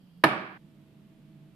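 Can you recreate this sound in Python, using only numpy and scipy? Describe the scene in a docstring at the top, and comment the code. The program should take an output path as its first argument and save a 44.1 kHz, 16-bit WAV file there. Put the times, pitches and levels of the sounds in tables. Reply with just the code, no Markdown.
"""A coin drops onto a cloth on a tiled floor and gives one hollow knock, with no metal ring.
The impact excites the damped modes of a plastic housing beside it, and a near wall reflects the bass.
The small room reverberates with a diffuse tail and a few standing waves. A tiny tick comes first, as
the coin leaves the fingers. The tail stops abruptly where the faint background hum gives way to a
second, equally quiet one."""
import sys
import numpy as np
from scipy import signal
from scipy.fft import rfft, irfft
from scipy.io import wavfile

SR = 44100
rng = np.random.default_rng(int(sys.argv[2]) if len(sys.argv) > 2 else 0)


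def generate_wav(signal):
    """Clip the signal to [-1, 1] and save it as 16-bit WAV at the path in sys.argv[1]."""
    frames = np.transpose(np.atleast_2d(signal))
    scaled = np.clip(frames, -1, 1) * 32767
    pcm = np.round(scaled).astype(np.int16)
    wavfile.write(sys.argv[1], SR, pcm)


N = 68355
KNOCK_S = 0.2375

# Left-right coherence of the coin's sounds, clipped to +-1 in use: frequency_hz, correlation
COHERENCE = [(100, 1.16), (350, 0.7), (700, 1.08), (1300, -0.42), (3000, 0.12), (14000, -1)]
# Stereo balance of the direct sound: frequency_hz, left_minus_right_db
DIRECT_BALANCE = [(150, -6), (600, 1.5), (3000, -9), (5500, 4.5), (7500, -10), (10000, -24.5), (14000, -19)]
# Stereo balance of the reflected sound: frequency_hz, left_minus_right_db
ROOM_BALANCE = [(150, -2.5), (330, -6), (1100, -5), (2000, -2), (5000, -1), (7500, -5), (10000, -25.5),
                (14000, -18.5)]


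def amp(db):
    """Amplitude ratio of a level in decibels."""
    return 10 ** (np.asarray(db) / 20)


def unit_rms(x):
    """Normalisation to an rms of 1."""
    return x / np.sqrt(np.mean(x ** 2) + 1e-20)


def curve_at(points, hz):
    """Interpolation on a log-frequency axis."""
    knots_hz, values = np.transpose(points)
    return np.interp(np.log(hz + 1), np.log(knots_hz + 1), values)


def since(start_s):
    """Seconds elapsed since start_s, zero before it."""
    return np.maximum(np.arange(N) / SR - start_s, 0)


def burst(start_s, rise_s, t60_s):
    """Exponential decay, 60 dB in t60_s, with a linear onset."""
    t = since(start_s)
    return np.minimum(t / rise_s, 1) * np.exp(-np.log(1000) * t / t60_s)


def noise(spectrum, coherence, balance):
    """Partial coherence: two channels share part of a coloured noise; the overall rms is 1."""
    hz = np.fft.rfftfreq(N, 1 / SR)
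    common, separate = rfft(rng.standard_normal((2, N)))
    correlation = np.clip(curve_at(coherence, hz), -1, 1)
    left = (correlation * common + np.sqrt(1 - correlation ** 2) * separate) * amp(curve_at(balance, hz))
    return unit_rms(irfft(np.array([left, common]) * amp(curve_at(spectrum, hz)), N))


def tone(hz, wander_hz):
    """Slow random frequency modulation makes a sine of rms 1 waver."""
    below_8_hz = np.fft.rfftfreq(N, 1 / SR) < 8
    drift = unit_rms(irfft(rfft(rng.standard_normal(N)) * below_8_hz, N))
    cycles = np.cumsum(hz + wander_hz * drift) / SR + rng.random()
    return np.sqrt(2) * np.sin(2 * np.pi * cycles)


def hollow_knock():
    """Modal ringing: the coin's rim excites the housing's low modes, then its face the high ones."""
    # Modes of the hollow housing: pitch_hz, left_db, right_db, t60_s
    modes = [(145.5, -22.5, -17.5, 0.13), (318.9, -21, -14.5, .11), (430, -21, -21.5, 0.09),
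             (643, -23.5, -21.5, 0.12), (800, -18, -17.5, 0.034), (958, -15.5, -21.5, 0.12),
             (1013, -17.5, -27, 0.029), (1241, -24, -10, 0.067), (1704, -14.5, -13, .06),
             (1800, -15.5, -15, 0.065), (2220, -13.5, -20, 0.03043), (2516, -29, -12.5, 0.025),
             (2912, -24, -18.5, .03), (3080, -22.5, -25.5, 0.019), (3446, -29.5, -23, 0.011),
             (3960, -30.5, -25.5, 0.024), (4660, -26.5, -30, .025), (5402, -30.5, -37, 0.037)]
    rim_db, slap_db, slap_above_hz = 0.8, 2, 2000
    slap_s = KNOCK_S + 0.0019
    contact_s = 0.000832  # the cloth softens the onset
    knock = np.zeros((2, N))
    for hz, left_db, right_db, t60_s in modes:
        start_s, blow_db = (slap_s, slap_db) if hz > slap_above_hz else (KNOCK_S, rim_db)
        ring = np.sin(2 * np.pi * hz * since(start_s)) * burst(start_s, contact_s, t60_s)
        knock -= amp(blow_db) * amp([[left_db], [right_db]]) * ring
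    return knock


def impact_crack():
    """Modal overlap: dense, quickly damped modes merge into a burst of noise."""
    # Spectrum of the crack: frequency_hz, relative_density_db
    spectrum = [(60, -34.5), (130, -12.5), (400, -2), (900, 1), (1700, 5.5), (2100, -6), (4000, -8.5),
                (5500, -24.5), (6800, -31), (10500, -19.5), (12300, -21.5), (14500, -29.5)]
    envelope = burst(KNOCK_S, rise_s=0.0018, t60_s=0.061)
    return amp(-10) * noise(spectrum, COHERENCE, DIRECT_BALANCE) * envelope


def wall_thump():
    """Early reflection: a near wall returns the bass of the blow, modelled as dull noise."""
    # Spectrum of the reflection: frequency_hz, relative_density_db
    spectrum = [(50, -39.5), (90, -18), (135, -2.5), (330, -3.5), (600, -5.5), (1500, -15), (3000, -34),
                (8000, -59)]
    delay_s = 0.011
    envelope = burst(KNOCK_S + delay_s, rise_s=0.0028, t60_s=0.04)
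    return amp(-20.5) * noise(spectrum, COHERENCE, ROOM_BALANCE) * envelope


def room_tail():
    """Diffuse reverberation: each band decays exponentially, the treble fastest."""
    # Initial spectrum of the tail: frequency_hz, relative_density_db
    spectrum = [(50, -37), (90, -16.5), (130, -3), (195, 2.5), (250, -1.5), (320, 4.5), (470, -3.5),
                (680, 1), (1150, 2), (1750, -1), (1950, -7.5), (2300, -4), (3200, -14.5), (4800, -22),
                (6500, -36.5), (10800, -24.5), (14500, -37)]
    # Reverberation time: frequency_hz, t60_s
    decay_times = [(100, .65), (260, 0.72), (700, 0.58), (1800, 0.78), (3000, 0.66), (5000, .55),
                   (8000, 0.42), (13000, 0.19)]
    hz, t, bands = signal.stft(noise(spectrum, COHERENCE, ROOM_BALANCE), SR, nperseg=512)
    decay = np.exp(-np.log(1000) * np.maximum(t - KNOCK_S, 0) / curve_at(decay_times, hz)[:, None])
    tail = signal.istft(bands * decay, SR, nperseg=512)[1][:, :N]
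    onset = np.minimum(since(KNOCK_S) / 0.0086, 1)
    return amp(-22) * tail * onset


def standing_waves():
    """Room resonance: a few modes build up after the blow and outlast the housing's ring."""
    # Modes of the room: pitch_hz, level_db
    modes = [(131, -42.5), (194, -32), (297, -38), (333, -32.5), (632, -31.5), (765, -39), (948, -37.5),
             (1137, -31), (1264, -38), (1640, -36.5), (1826, -38.5)]
    t = since(KNOCK_S)
    waves = np.zeros((2, N))
    for hz, db in modes:
        channel_gains = amp([[curve_at(ROOM_BALANCE, hz)], [0]])
        waves -= amp(db) * channel_gains * np.sin(2 * np.pi * hz * t)
    return waves * burst(KNOCK_S, rise_s=0.06, t60_s=0.61)


def release_tick():
    """A contact transient: the coin slips off the fingers with a tiny, bright tick."""
    # Spectrum of the tick: frequency_hz, relative_density_db
    spectrum = [(100, -41), (7000, -22), (9500, -4), (13000, -9), (14500, 0)]
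    envelope = burst(start_s=0.176, rise_s=0.0019, t60_s=0.049)
    return amp(-63.5) * noise(spectrum, COHERENCE, DIRECT_BALANCE) * envelope


def first_ambience():
    """Superposition: a low hum and a thin whine waver over steady noise."""
    # Tones of the hum and whine: pitch_hz, level_db
    partials = [(178, -58.5), (3220, -84), (4710, -90.5)]
    # Spectrum of the first noise floor: frequency_hz, relative_density_db
    spectrum = [(25, -24), (85, -19), (130, -8), (178, -0.5), (225, -8), (290, -14.5), (350, -23.5),
                (700, -28.5), (2200, -38), (2900, -31.5), (3220, -30.5), (3600, -39), (4700, -36),
                (6200, -49), (14000, -44)]
    hum = sum(amp(db) * tone(hz, wander_hz=7) for hz, db in partials)
    return hum * amp([[-2], [1]]) + noise_floor(spectrum)


def second_ambience():
    """Superposition: faint hum tones and a late, swelling drone waver over steady noise."""
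    # Tones of the hum: pitch_hz, level_db
    partials = [(146, -63), (205, -63), (311, -69), (650, -75)]
    # Envelope of the drone: time_s, level_db
    swell = [(1.189, -87.5), (1.249, -53.5), (1.34, -56), (1.45, -55), (1.55, -73)]
    # Spectrum of the second noise floor: frequency_hz, relative_density_db
    spectrum = [(25, -17), (85, -14), (145, -2.5), (210, 0), (260, -8.5), (320, -5.5), (390, -17.5),
                (750, -26.5), (1000, -28), (1800, -30.5), (3200, -30.5), (6200, -43.5), (14000, -42.5)]
    drone_hz, wander_hz = 151, 2.323
    drone = amp(np.interp(since(0), *np.transpose(swell))) * tone(drone_hz, wander_hz)
    hum = sum(amp(db) * tone(hz, wander_hz) for hz, db in partials)
    return (drone + hum) * amp([[-2.5], [1]]) + noise_floor(spectrum)


def noise_floor(spectrum):
    """Stationary noise, nearly coherent in the upper bass and incoherent in the treble."""
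    # Left-right coherence of the background: frequency_hz, correlation
    coherence = [(30, 0.43), (150, .92), (400, .85), (1500, 0.32), (6000, 0.082)]
    # Stereo balance of the background: frequency_hz, left_minus_right_db
    balance = [(50, -2.5), (200, -3), (1000, -2.5), (8000, -2.5)]
    return amp(-57) * noise(spectrum, coherence, balance)


def scene():
    """A quick equal-power crossfade leads from the knock in its room to the second ambience."""
    low_cut = signal.butter(5, 140, "high", fs=SR, output="sos")  # the knock holds no deep bass
    knock = signal.sosfilt(low_cut, hollow_knock() + impact_crack() + wall_thump())
    before = knock + room_tail() + standing_waves() + release_tick() + first_ambience()
    change_s, fade_s = 0.576, 0.0061
    share = np.clip(since(change_s - fade_s / 2) / fade_s, 0, 1)
    return np.sqrt(1 - share) * before + np.sqrt(share) * second_ambience()


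def record(dry):
    """Soft saturation rounds the peaks; a low-pass filter then limits the bandwidth."""
    ceiling, cutoff_hz = 0.9, 14400
    rounded = dry / (1 + (dry / ceiling) ** 6) ** (1 / 6)
    low_pass = signal.firwin(511, cutoff_hz, window=("kaiser", 9), fs=SR)
    return signal.oaconvolve(rounded, low_pass[None], "same")


dry = scene()
out = record(dry)
generate_wav(out)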